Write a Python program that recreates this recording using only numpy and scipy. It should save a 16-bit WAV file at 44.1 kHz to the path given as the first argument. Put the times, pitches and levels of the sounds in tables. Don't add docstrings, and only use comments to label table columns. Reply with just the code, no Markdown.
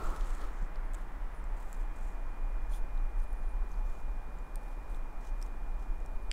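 import sys
import numpy as np
from scipy import signal
from scipy.fft import rfft, irfft
from scipy.io import wavfile
from scipy.ndimage import uniform_filter1d

SR = 44100
rng = np.random.default_rng(int(sys.argv[2]) if len(sys.argv) > 2 else 0)


def generate_wav(sig):
    pcm = np.round(np.clip(np.atleast_2d(sig).T, -1, 1) * 32767).astype(np.int16)
    wavfile.write(sys.argv[1], SR, pcm)


N = 278712
TIME, FREQS = np.arange(N) / SR, np.fft.rfftfreq(N, 1 / SR)
TOP_HZ = 15750

# freq_hz, gain_db
MOSS_EQ = [(1000, -26), (3000, 0), (5000, -5.5), (7300, -4.5), (9500, -4.5), (11000, -5), (12800, -3),
           (16000, -4)]
# start_s, end_s, level_db, ring_hz, ring_db, high_cut_hz
MOSS_STROKES = [(0, .149, -63.5, 7550, 10, 9400), (.12, .27, -64, 6500, -8, 9500),
                (.232, 0.4, -61, 7400, 0, 10300), (0.373, 0.522, -65, 3830, -10, 9000),
                (0.48, .69, -72.5, 6800, 4, 9500), (0.915, 1.04, -72, 8000, -11, 13000),
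                (1.493, 1.9, -70.5, 7450, 4, 15000), (1.915, 2.177, -69.5, 7400, 6, 13500),
                (3.166, 3.264, -71, 9200, 0, 13500), (3.666, 3.823, -73.5, 6400, 3, 13000),
                (3.825, 4.044, -72, 6600, 2, 13000), (4.588, 4.766, -74, 8550, -8, 12500),
                (4.866, 4.988, -70.5, 8500, -4, 13000), (5.193, 5.315, -67.5, 6150, 1, 10800),
                (5.364, 5.496, -71, 7700, 0, 14000), (5.775, 5.858, -73.5, 6200, 0, 10000)]
def moss_rustle(fibres_per_s=1000, size_db=-0.5, rub=0.83, ring_octaves=0.21, clump_db=2.5):
    sizes = gain_of(size_db * np.minimum(rng.exponential(1, N), 4)) * rng.choice([-1, 1], N)
    snaps = unit_rms(sizes * (rng.random(N) < fibres_per_s / SR))
    clumps = gain_of(clump_db * wander(400))
    crackle = equalise((snaps + rub * rng.standard_normal(N)) * clumps, MOSS_EQ)
    out = np.zeros(N)
    for start_s, end_s, level_db, ring_hz, ring_db, high_cut_hz in MOSS_STROKES:
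        n = int((end_s - start_s) * SR)
        grains = np.roll(crackle, -round(start_s * SR))[:n]
        freqs = np.fft.rfftfreq(n, 1 / SR)
        strand = 1 + gain_of(ring_db) * bell(freqs, ring_hz, ring_octaves)
        muffle = 1 / np.hypot(1, (freqs / high_cut_hz) ** 5)
        stroke = unit_rms(irfft(rfft(grains) * strand * muffle, n))
        add(out, start_s, gain_of(level_db) * stroke * signal.windows.tukey(n, .5))
    return out


# start_s, peak_db, pitch_hz, overtones_db
STRAND_TICKS = [(.1032, -42, 6700, 6), (.1625, -41, 5160, 0), (0.2103, -42, 5400, -19),
                (0.7583, -48, 4730, -24), (0.935, -45, 8050, -2), (.945, -38.5, 7900, -8),
                (0.9495, -39, 7440, -6), (1.441, -51, 7600, -14), (1.729, -37, 7630, -1),
                (2.9763, -54.5, 3860, -23.5), (3.330, -49, 9500, 7), (3.717, -51.5, 6400, -13),
                (3.741, -56, 4800, -8), (4.5571, -35.5, 8700, 4), (4.946, -51.5, 3600, -9),
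                (5.4163, -45, 5550, 8), (5.4262, -36, 5680, 5), (6.061, -46, 5550, 8)]
# pitch_ratio, level_db, t60_s
STRAND_MODES = [(.58, -10, 0.0022), (1, 9, 0.0046), (1.47, 8, 0.0016), (2.05, 2, 0.003),
                (2.55, -12, 0.0033)]
def strand_ticks(scrape=0.54, contact_s=0.00067, band_hz=(2000, 13500)):
    t, out = np.arange(SR // 50) / SR, np.zeros(N)
    contact = t / contact_s
    thin = signal.butter(2, band_hz, "band", fs=SR, output="sos")
    for start_s, peak_db, pitch_hz, overtones_db in STRAND_TICKS + faint_ticks():
        push = scrape * rng.standard_normal(len(t)) * contact * np.exp(1 - 2 * contact)
        push[int(contact_s * SR / 2)] = 1
        ring = sum(damped_sine(t, pitch_hz * ratio, level_db + overtones_db * (ratio > 1.2), t60_s)
                   for ratio, level_db, t60_s in STRAND_MODES if pitch_hz * ratio < TOP_HZ)
        tick = signal.sosfilt(thin, signal.fftconvolve(push, ring))
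        add(out, start_s, gain_of(peak_db) * tick / abs(tick).max())
    return out


def faint_ticks(count=24, per_s=1.8, peak_db=-55.5, spread_db=0.5,
                pitch_hz=6800, spread_octaves=0.32, overtones_db=-10):
    starts_s = (np.arange(count) + rng.random(count)) / per_s
    return [(start_s, peak_db + spread_db * force, pitch_hz * 2 ** (spread_octaves * short), overtones_db)
            for start_s, (force, short) in zip(starts_s, rng.uniform(-1, 1, (count, 2)))]


# freq_hz, gain_db
RASP_EQ = [(1800, -25), (2700, -10), (3400, -1.5), (4800, -9), (5700, -6), (7100, -3), (8000, -9),
           (9000, -1), (9700, 1), (10800, -13), (12500, -6), (16000, -17)]
def tie_rasp(start_s=2.694, end_s=2.802, level_db=-59.5, ribs_per_s=900, slip=0.47, unevenness=0.13):
    speed = 1 + unevenness * wander(300)
    ribs_passed = np.cumsum(ribs_per_s * speed) / SR
    puffs = slip + np.exp(-2 * (ribs_passed % 1))
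    rasp = equalise(rng.standard_normal(N) * puffs, RASP_EQ)
    n, out = int((end_s - start_s) * SR), np.zeros(N)
    add(out, start_s, gain_of(level_db) * rasp[:n] * np.sin(np.linspace(0, np.pi, n)))
    return out


# pitch_hz, level_db, t60_s
HEAD_MODES = [(2400, -6, .005), (3150, 0, .0045), (4800, -2, .004), (7500, -6, .0035), (8700, -9, .003)]
def head_knock(start_s=6.3148, peak_db=-21.5, band_hz=(1700, 9500)):
    t, out = np.arange(SR // 50) / SR, np.zeros(N)
    ring = sum(damped_sine(t, *mode) for mode in HEAD_MODES)
    ring = signal.sosfilt(signal.butter(3, band_hz, "band", fs=SR, output="sos"), ring)
    add(out, start_s, gain_of(peak_db) * ring / abs(ring).max())
    return out


# start_s, length_s, level_db, from_hz, to_hz, arch_hz
TIE_SQUEAKS = [(.82, .11, -83, 9000, 10500, 1150), (1.33, .085, -75, 10350, 9100, -200),
               (2.72, 0.038, -66, 2850, 3900, 30), (3.268, 0.088, -80, 9300, 9550, 1000),
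               (3.335, 0.086, -79, 9550, 9250, 378), (3.415, .125, -77.5, 9200, 9200, 580),
               (6.21, .062, -83, 8800, 8700, 2600)]
def tie_squeaks(jitter=0.0082, sway=.009, grip_db=3.5, fade_s=.018):
    wobble, grip, drift = wander(60), wander(300), wander(1500)
    waver = 1 + jitter * wobble + sway * drift
    out = np.zeros(N)
    for start_s, length_s, level_db, from_hz, to_hz, arch_hz in TIE_SQUEAKS:
        slide = np.linspace(0, 1, int(length_s * SR))
        glide_hz = from_hz + (to_hz - from_hz) * slide + arch_hz * np.sin(np.pi * slide)
        note = tone(glide_hz * np.interp(start_s + slide * length_s, TIME, waver))
        fade = signal.windows.tukey(len(slide), 2 * fade_s / length_s)
        add(out, start_s, gain_of(level_db) * note * fade)
    return out * gain_of(grip_db * grip)


# freq_hz, gain_db
SLEEVE_EQ = [(40, 7.5), (80, 5.5), (150, -1), (300, 7), (800, 1.5), (1150, 8), (1400, -29), (1600, -33),
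             (2600, -17.5), (4500, -19), (9000, -26)]
# time_s, level_db
SLEEVE_FADER = [(0, -46), (.06, -44.5), (.15, -49.5), (.22, -53.5), (.35, -58), (.43, -49.5), (.52, -60.5),
                (.8, -69)]
def sleeve_brush(ring_hz=1295, width_hz=200, ring_db=-3.5):
    rub = equalise(rng.standard_normal(N), SLEEVE_EQ)
    board = gain_of(ring_db) * resonant_noise(ring_hz, width_hz)
    return (rub + board) * fader(SLEEVE_FADER)


# start_s, level_db, pitch_hz
HAND_BUMPS = [(0.136, -44, 166), (.622, -37, 162)]
def hand_bumps(attack_s=0.0022, t60_s=0.066):
    t, out = np.arange(SR // 5) / SR, np.zeros(N)
    attack = 1 - np.exp(-t / attack_s)
    for start_s, level_db, pitch_hz in HAND_BUMPS:
        add(out, start_s, attack * damped_sine(t, pitch_hz, level_db, t60_s))
    return out


# freq_hz, gain_db
AIR_EQ = [(50, 6.5), (80, 1.5), (105, 1), (170, 2.5), (450, -1.5), (680, 0), (950, 0.5), (1250, -5),
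          (1900, -10), (2800, -21.5), (4200, -28), (8500, -29.5), (10500, -31.5), (16000, -34.5)]
# time_s, gain_db
PRESENCE_FADER = [(0, 6), (1, 4.5), (2.5, 2), (4, 0), (5.3, 0.5), (6.32, -1)]
# pitch_hz, width_hz, level_db
DUCT_MODES = [(85.8, 20, -64.5), (165, 20, -71.5), (298.5, 11.4, -71), (836.5, 69, -66.5)]
def ventilation(air_db=-52.5, presence_hz=2000, presence_octaves=0.56):
    air = gain_of(air_db) * equalise(rng.standard_normal(N), AIR_EQ)
    presence = irfft(rfft(air) * bell(FREQS, presence_hz, presence_octaves), N)
    duct = sum(gain_of(db) * resonant_noise(hz, width_hz) for hz, width_hz, db in DUCT_MODES)
    return air + presence * (fader(PRESENCE_FADER) - 1) + duct


# time_s, level_db
WHINE_FADER = [(0, -73.5), (1.3, -78), (1.9, -69), (2.8, -68), (4.5, -69), (6.32, -69)]
def motor_whine(pitch_hz=2423.7, waver=0.00047):
    return tone(pitch_hz * (1 + waver * wander(6000))) * fader(WHINE_FADER)


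# freq_hz, gain_db
RUMBLE_EQ = [(5, -3.5), (14, -6), (23, 0.5), (29.5, 6), (37, -6), (44, -4.5), (54, -18), (70, -32.5),
             (110, -69), (500, -120)]
# time_s, level_db
RUMBLE_FADER = [(0, -31), (1.05, -36), (2.25, -34), (2.7, -31), (4.2, -32), (4.35, -38), (6.32, -32)]
def building_rumble(steadiness=0.58):
    low = equalise(rng.standard_normal(N), RUMBLE_EQ)
    surges = np.sqrt(abs(uniform_filter1d(low ** 2, size=9000)) + 1e-6)
    return fader(RUMBLE_FADER) * unit_rms(low / surges ** steadiness)


def small_room(x, t60_s=0.11, wet_db=-17):
    t = np.arange(SR // 3) / SR
    tail = rng.standard_normal(len(t)) * gain_of(-60 * t / t60_s) * (t > .002)
    return x + gain_of(wet_db) * signal.fftconvolve(x, tail / np.linalg.norm(tail))[:N]


def gain_of(db):
    return 10 ** (np.asarray(db) / 20)


def unit_rms(x):
    return x / np.sqrt(np.mean(x ** 2) + 1e-20)


def wander(samples):
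    return unit_rms(uniform_filter1d(rng.standard_normal(N), size=samples))


def fader(curve):
    time_s, level_db = np.transpose(curve)
    return gain_of(np.interp(TIME, time_s, level_db))


def equalise(x, curve):
    freq_hz, gain_db = np.transpose(curve)
    shape = gain_of(np.interp(np.log(FREQS + 1), np.log(freq_hz + 1), gain_db))
    return unit_rms(irfft(rfft(x) * shape, N))


def bell(hz, centre_hz, octaves):
    return np.exp(-.5 * (np.log2((hz + 1) / centre_hz) / octaves) ** 2)


def tone(pitch_hz):
    return np.sqrt(2) * np.sin(2 * np.pi * np.cumsum(pitch_hz) / SR)


def damped_sine(t, pitch_hz, level_db, t60_s):
    return gain_of(level_db - 60 * t / t60_s) * np.sin(2 * np.pi * pitch_hz * t)


def resonant_noise(pitch_hz, width_hz):
    detune = 2 * (FREQS - pitch_hz) / width_hz
    return unit_rms(irfft(rfft(rng.standard_normal(N)) / (1 + detune ** 2), N))


def add(mix, start_s, sound):
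    part = mix[round(start_s * SR):][:len(sound)]
    part += sound[:len(part)]


def scene():
    handwork = small_room(moss_rustle() + tie_rasp() + strand_ticks() + head_knock() + tie_squeaks())
    table = sleeve_brush() + hand_bumps()
    background = ventilation() + motor_whine() + building_rumble()
    return (handwork + table + background)[None]


def record(dry):
    high_cut = signal.firwin(511, TOP_HZ, window=("kaiser", 9), fs=SR)
    return signal.oaconvolve(dry, high_cut[None], "same")


dry = scene()
out = record(dry)
generate_wav(out)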